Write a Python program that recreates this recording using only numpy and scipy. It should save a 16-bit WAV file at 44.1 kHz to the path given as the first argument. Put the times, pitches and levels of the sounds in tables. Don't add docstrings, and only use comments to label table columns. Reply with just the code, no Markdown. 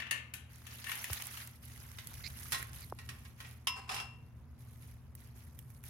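import sys
import numpy as np
from scipy import signal
from scipy.fft import rfft, irfft, next_fast_len
from scipy.io import wavfile
from scipy.ndimage import uniform_filter1d, map_coordinates

SR = 44100
rng = np.random.default_rng(int(sys.argv[2]) if len(sys.argv) > 2 else 0)


def transcribe(signal):
    frames = np.atleast_2d(signal).T
    limited = np.clip(frames, -1, 1)
    pcm = np.round(limited * 32767).astype(np.int16)
    wavfile.write(sys.argv[1], SR, pcm)


N = 259749
TOP_HZ = 16100
TIME = np.arange(N) / SR
TAIL = np.arange(SR) / SR


def amp(db):
    return 10 ** (np.asarray(db) / 20)


def unit(x):
    return x / np.sqrt(np.mean(x ** 2) + 1e-20)


def along(points, hz):
    point_hz, values = np.transpose(points)
    return np.interp(np.log(hz + 1), np.log(point_hz + 1), values)


def wobble(rate):
    points = rng.standard_normal(int(N * rate / SR) + 4)
    return map_coordinates(points, [TIME * rate])


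def coloured(x, spectrum):
    n = x.shape[-1]
    m = next_fast_len(n + 4096)
    gain = amp(along(spectrum, np.fft.rfftfreq(m, 1 / SR)))
    return unit(irfft(rfft(x, m) * gain, m)[..., :n])


def noise(n, width):
    mid, side = rng.standard_normal((2, n))
    return unit(np.array([mid + width * side, mid - width * side]))


def panned(lr_db):
    gains = amp(np.array([[lr_db], [-lr_db]]) / 2)
    return gains / np.sqrt(np.mean(gains ** 2, axis=0))


def fade(t60):
    return np.exp(-np.log(1000) * TAIL / t60)


def add(track, s, sound):
    start = round(s * SR)
    track[:, start:start + sound.shape[-1]] += sound[..., :N - start]


def gritty(rate, spread_db, life, width):
    starts = rng.random(N) < rate / SR
    sizes = starts * amp(spread_db * np.minimum(rng.exponential(size=N), 4))
    power = signal.lfilter([1], [1, -np.exp(-1 / (life * SR))], sizes ** 2)
    return noise(N, width) * np.sqrt(power)


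def rippled(spectrum, ripple_db, spacing_hz):
    hz = np.arange(150, TOP_HZ, 25)
    ripple = map_coordinates(rng.standard_normal(1024), [hz / spacing_hz])
    return np.column_stack([hz, along(spectrum, hz) + ripple_db * ripple])


def patchy(x, depth_db):
    z = signal.stft(x, nperseg=256)[2]
    field = rng.standard_normal(z.shape[1:])
    field = uniform_filter1d(field, size=5, axis=0)
    field = uniform_filter1d(field, size=4, axis=1)
    return unit(signal.istft(z * amp(depth_db * unit(field)), nperseg=256)[1][:, :N])


def strokes(rows, rise_s, decay_s):
    power = np.zeros(N)
    for s, length, db in rows:
        rise = np.clip((TIME - s) / rise_s, 0, 1)
        release = np.exp(-np.log(1000) * np.maximum(TIME - s - length, 0) / decay_s)
        power += (amp(db) * rise * release) ** 2
    return np.sqrt(power)


# frequency in Hz, level in dB relative to HUM_DB.
HUM_TONES = [(80, -5), (119.6, -2), (221, -16), (240, -14)]
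# frequency in Hz, relative level in dB per Hz.
RUMBLE_COLOUR = [(20, -35), (40, -17.5), (60, -0.5), (78, 3), (100, -1), (135, -1.5), (190, -20),
                 (245, -26), (310, -26.5), (460, -28), (800, -41.5), (1600, -100)]
# time in seconds, level in dB.
RUMBLE_LEVEL = [(0.0, -64), (0.33, -58.5), (0.95, -60.5), (1.38, -67), (1.55, -57.5), (2.2, -51.5),
                (3.1, -52.5), (3.75, -60), (4.1, -54), (5.89, -55.5)]
# frequency in Hz, relative level in dB per Hz.
HISS_COLOUR = [(60, -16), (160, 22.5), (300, 13.5), (500, 7), (1000, 8.5), (2000, -1), (4000, -15),
               (8000, -60), (16000, -33)]
HUM_DB, HUM_SWAY_DB = -56.5, 2.1


def yard():
    hum = 0
    for hz, db in HUM_TONES:
        level = amp(HUM_DB + db + HUM_SWAY_DB * wobble(5))
        phase = 2 * np.pi * hz * TIME + 1.12 * wobble(6)
        hum = hum + level * np.sqrt(2) * np.sin(phase)
    times, levels_db = np.transpose(RUMBLE_LEVEL)
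    rumble_gain = amp(np.interp(TIME, times, levels_db))
    rumble = rumble_gain * panned(0.76) * coloured(noise(N, 0.25), RUMBLE_COLOUR)
    hiss = amp(-67.5) * coloured(noise(N, 0.44), HISS_COLOUR)
    return hum + rumble + hiss


# frequency in Hz, time to die by 60 dB in seconds.
MESH_DECAY = [(300, 0.69), (1200, 0.57), (2500, 0.52), (5000, 0.31), (10000, 0.29), (16000, 0.13)]


def steel(hits, modes, clash, clash_t60, clash_db, mesh_db, lr_db):
    out = np.zeros((2, N))
    for s, db, tilt_db, ring_db in hits:
        hardness = [(2500, 0.02), (11000, tilt_db)]
        tilted = [(hz, level + along(hardness, hz)) for hz, level in clash]
        colour = rippled(tilted, ripple_db=3, spacing_hz=110)
        blow = coloured(noise(SR, 1.0), colour) * fade(clash_t60)

        hz, t, z = signal.stft(coloured(noise(SR, 1.0), colour), SR, nperseg=256)
        mesh_fade = np.exp(-np.log(1000) * t / along(MESH_DECAY, hz)[:, None])
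        shiver = signal.istft(z * mesh_fade, SR, nperseg=256)[1][:, :SR]

        size = amp(db + max(tilt_db, 0) / 2)
        sound = size * panned(lr_db) * (amp(clash_db) * blow + amp(mesh_db) * shiver)
        for mode_hz, level, t60, side_db in modes:
            phase = rng.uniform(0, 2 * np.pi) + rng.normal(0, 0.7, (2, 1))
            strength = amp(db + ring_db + level + along(hardness, mode_hz) + rng.normal(0, 1))
            sound += strength * panned(side_db) * fade(t60) * np.sin(2 * np.pi * mode_hz * TAIL + phase)
        add(out, s, sound * (1 - fade(0.004)))
    return out


# start in seconds, basic level in dB, treble tilt in dB,
# ringing in dB relative to the basic level.
FRAME_HITS = [(0.0, -39.5, -11, -6.5), (0.021, -42, -18, -12), (0.067, -44.5, -19, -20),
              (0.1096, -31.5, 1, -3), (0.3375, -44, 9.5, -15), (0.667, -48.5, 4.5, -12),
              (0.8415, -43, 1, -13), (0.866, -44.5, -5.5, 1), (0.894, -39.5, -11, -9),
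              (0.916, -36, -7, -19), (1.0415, -40.5, 3, -25), (1.199, -48.5, -6, -31),
              (1.371, -45, 4.5, -35)]
# frequency in Hz, relative level in dB,
# time to die by 60 dB in seconds, left-over-right balance in dB.
FRAME_MODES = [(1682, -14, .33, 10), (1764, 0, .33, 8), (1805, -3, .36, 11), (1868, -2, .3, 11),
               (2131, -8, .42, 9), (2224, -12, .3, 10), (2676, -4.5, .33, 13), (2747, -9, .38, 10),
               (2806, -9, .34, 11), (2868, -9, .34, 11), (2980, -12, .33, 8), (4463, -14, .13, 0),
               (9457, -1, .1, -8)]
# frequency in Hz, relative level in dB per Hz.
FRAME_CLASH = [(150, -22), (400, -19.5), (600, -17.5), (1100, -8), (1750, -2.5), (2300, -1.5), (2950, -0.5),
               (3700, -7), (4900, -13.5), (6400, -9), (8200, -16), (11500, -10), (16000, -22)]


def frame_clanks():
    return steel(FRAME_HITS, FRAME_MODES, FRAME_CLASH, clash_t60=0.044, clash_db=3.5, mesh_db=-6.5, lr_db=5)


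# start in seconds, length in seconds
# before dying away, crackle level in dB, brushing level in dB.
STEPS = [(0.484, 0.23, -65, -62), (0.682, .15, -59, -53), (0.86, 0.17, -49, -49), (1.075, .17, -50.5, -47),
         (1.286, 0.14, -53, -53.5), (1.607, 0.43, -60, -59.5), (2.07, 0.24, -57, -56.5),
         (2.34, 0.26, -52, -54), (2.718, .08, -53, -56.5), (2.955, 0.34, -66, -66),
         (3.366, 0.14, -63.5, -61.5), (4.566, 0.24, -69, -72), (4.797, 0.087, -63.5, -64.5),
         (5.162, .1, -66.5, -67), (5.343, 0.075, -63.5, -64.5), (5.509, 0.27, -67.5, -80.5),
         (5.827, 0.049, -55.5, -60.5)]
# frequency in Hz, relative level in dB per Hz.
LEAF_COLOUR = [(300, -32), (1500, -14), (3500, -24.5), (6200, -8), (8000, -11), (10000, 1), (12300, 0),
               (14000, -4), (16000, -48)]
# frequency in Hz, relative level in dB per Hz.
BRUSH_COLOUR = [(150, -26), (400, -9), (750, -2), (1300, 1.5), (2000, 5.5), (3500, -1), (6200, -1.5),
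                (8500, -13.5), (16000, -7)]
STEP_RISE_S, STEP_DECAY_S = 0.027, 0.53
SETTLED_DB, SLEEVE_DB = -81.5, -77.5
LEAF_LR_DB = -6
TWIG_RATE, TWIG_DB = 55, -7.5


def leaves():
    steps = np.array(STEPS)
    crush = strokes(steps[:, [0, 1, 2]], STEP_RISE_S, STEP_DECAY_S)
    sweep = strokes(steps[:, [0, 1, 3]], STEP_RISE_S, STEP_DECAY_S)
    crush, sweep = np.hypot(crush, amp(SETTLED_DB)), np.hypot(sweep, amp(SLEEVE_DB))

    crackle = coloured(gritty(rate=1300, spread_db=4.5, life=0.0017, width=0.88), LEAF_COLOUR)
    crackle = patchy(crackle, depth_db=2.5)
    brush = coloured(gritty(rate=1200, spread_db=2.0, life=0.0021, width=1.0), BRUSH_COLOUR)
    brush = patchy(brush, depth_db=3.2)
    stem_colour = [(300, -14), (1500, -0.5), (12000, -0.5), (16000, -5)]
    stems = coloured(gritty(rate=TWIG_RATE, spread_db=4, life=0.00085, width=1.0), stem_colour)
    return crush * panned(LEAF_LR_DB) * (crackle + amp(TWIG_DB) * stems) + sweep * brush


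# start in seconds, level in dB before the fades,
# lift of the low crack in dB.
SNAPS = [(1.042, -20.5, -7), (1.131, -16, -14), (1.222, -22.5, -14.5), (1.269, -23, -28),
         (1.4735, -28.5, -25), (2.071, -26, -27), (2.6265, -24, -9), (5.1514, -32.5, -31),
         (5.5895, -31.5, -19), (5.702, -39, -19), (5.8383, -33, -12)]
SNAP_LR_DB = -4.5


def snaps():
    out = np.zeros((2, N))
    for s, db, low_db in SNAPS:
        colour = [(400, low_db - 32), (1900, low_db + 28.5), (4500, -2), (11000, 11.0), (16000, 7)]
        stem = rippled(colour, ripple_db=3, spacing_hz=470)
        decay = fade(0.0087) + amp(-27.5) * fade(0.11)
        tick = coloured(noise(SR, 0.93), stem) * decay
        add(out, s, amp(db) * panned(SNAP_LR_DB) * tick * (1 - fade(0.0082)))
    return out


# start in seconds, low edge in Hz, high edge in Hz, peak level in dB.
KNOCKS = [(1.101, 312, 1480, -34), (1.104, 60, 120.5, -34.5), (2.9242, 338, 1160, -27.5)]


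def knocks():
    out = np.zeros((2, N))
    for s, low_hz, high_hz, db in KNOCKS:
        band = signal.butter(4, [low_hz, high_hz], "band", fs=SR, output="sos")
        bump = signal.sosfilt(band, signal.unit_impulse(SR // 2))
        add(out, s, amp(db) * bump / np.abs(bump).max())
    return out


# start in seconds, basic level in dB,
# treble tilt in dB, ringing in dB relative to the basic level.
FORK_HITS = [(1.985, -46.5, -12.5, -11), (2.5205, -33, 0, -6.5), (2.5275, -34, -6, -11),
             (2.5445, -38, -8.5, 3.5), (2.987, -49.5, -14, -0.5), (3.0895, -44, -9.5, -4),
             (3.251, -56, -12, -6), (3.402, -47.5, -10.5, -3), (3.447, -53, -23, 1.5)]
# frequency in Hz, relative level in dB,
# time to die by 60 dB in seconds, left-over-right balance in dB.
FORK_MODES = [(1069, -13, .42, 4), (1317, -14, .3, -4), (1787, -15, .25, 0), (1897, -6, .28, 1),
              (1942, -14, .25, -3), (2261, -15, .29, 0), (2730, -13, .35, 1), (4007, -7, .15, -10),
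              (5255, -9, .17, 10), (5496, -7, .15, 1)]
# frequency in Hz, relative level in dB per Hz.
FORK_CLASH = [(150, -19.5), (400, -10), (800, -7.5), (1100, -3), (2000, -1.5), (3000, -1.5), (5400, -1),
              (7500, -4), (10500, 2), (16000, -11.5)]


def fork_rattle():
    return steel(FORK_HITS, FORK_MODES, FORK_CLASH, clash_t60=0.075, clash_db=4.0, mesh_db=-7.0, lr_db=-2.5)


# start in seconds, length in seconds, start pitch in Hz and end pitch in Hz
# before jitter, level in dB of the lowest tone before panning and roughness.
CHIRPS = [(2.235, 0.029, 2054, 2296, -49.5), (2.255, 0.0293, 2300, 2400, -46),
          (2.809, 0.044, 2250, 2300, -59.5)]


def hinge():
    out = np.zeros((2, N))
    for s, length, from_hz, to_hz, db in CHIRPS:
        n = int(length * SR)
        pitch = np.linspace(from_hz, to_hz, n) * (1 + 0.1 * wobble(1500)[:n])
        phase = 2 * np.pi * np.cumsum(pitch) / SR
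        tone = np.sin(phase) + 1.52 * np.sin(2 * phase) + 0.3 * np.sin(3 * phase)
        grip = amp(3 * wobble(400)[:n])
        add(out, s, amp(db) * panned(-12) * grip * tone * signal.windows.tukey(n, 0.5))
    return out


# start in seconds, basic level in dB, treble tilt in dB,
# ringing in dB relative to the basic level.
POST_HITS = [(3.6703, -27.5, 0.5, 3.5), (3.8915, -37.5, -7.5, 5.5), (3.916, -37, 0, -21),
             (3.943, -41.5, 8, -25), (3.964, -38.5, 0, 4), (3.984, -39, -13, 1.5), (3.999, -38.5, -2, 0)]
# frequency in Hz,
# relative level in dB, time to die by 60 dB in seconds when free, left-over-right balance in dB.
POST_MODES = [(960, -29, .8, 2), (1002, -19, .65, -1), (1070, -23, .6, 0), (1308, -25, .3, 0),
              (1868, -26, .2, 0), (2728, -11.5, .48, 13), (2779, -20, .48, 13), (2925, -16, .2, 0),
              (3360, -19, .13, 0), (5192, -13, .32, -10), (5249, -19, .33, 3), (9986, -13, .07, 7),
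              (12350, -24, .15, 0)]
# frequency in Hz, relative level in dB per Hz.
POST_CLASH = [(150, -63), (400, -15.5), (750, -15), (1000, 0), (1550, -6), (2900, 4), (4400, -7.5),
              (5400, -2.5), (7300, -12), (10000, -10), (12500, -13.5), (16000, -25)]


def post_strikes():
    return steel(POST_HITS, POST_MODES, POST_CLASH, clash_t60=0.091, clash_db=0.5, mesh_db=-14.5, lr_db=-3.0)


# start in seconds, length in seconds
# before dying away, drive level in dB.
PUSHES = [(3.75, 0.021, -51.5), (3.875, 0.12, -47.5)]
# frequency in Hz, relative level in dB per Hz.
SCRAPE_COLOUR = [(150, -58), (250, -58), (414, -6.5), (510, -21), (802, -2.5), (890, -16), (1040, -1.5),
                 (1530, -7.5), (2530, -11), (2760, -26), (4190, -14.5), (12800, -25), (15200, -33),
                 (16000, -38)]
PUSH_RISE_S, PUSH_DECAY_S = 0.027, 0.32


def scrape():
    grains = gritty(rate=640, spread_db=2.0, life=0.0025, width=0.74)
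    slips = strokes(PUSHES, PUSH_RISE_S, PUSH_DECAY_S) * grains
    level = np.sqrt(np.mean(slips ** 2))
    rasp = coloured(slips, rippled(SCRAPE_COLOUR, ripple_db=2.5, spacing_hz=100))
    ring = 0
    for hz, db, t60, _ in POST_MODES:
        damped = fade(t60 * 0.22)
        ring = ring + amp(db) * damped * np.sin(2 * np.pi * hz * TAIL)
    song = unit(signal.fftconvolve(slips, ring[None], axes=1)[:, :N])
    return level * (amp(-2.1) * rasp + amp(-8.0) * song)


def scene():
    gate = frame_clanks() + fork_rattle() + hinge() + post_strikes() + scrape()
    ground = leaves() + snaps()
    return yard() + gate + ground + knocks()


def record(dry):
    m = next_fast_len(N + SR // 2)
    keep = np.fft.rfftfreq(m, 1 / SR) < TOP_HZ
    return irfft(rfft(dry, m) * keep, m)[:, :N]


dry = scene()
out = record(dry)
transcribe(out)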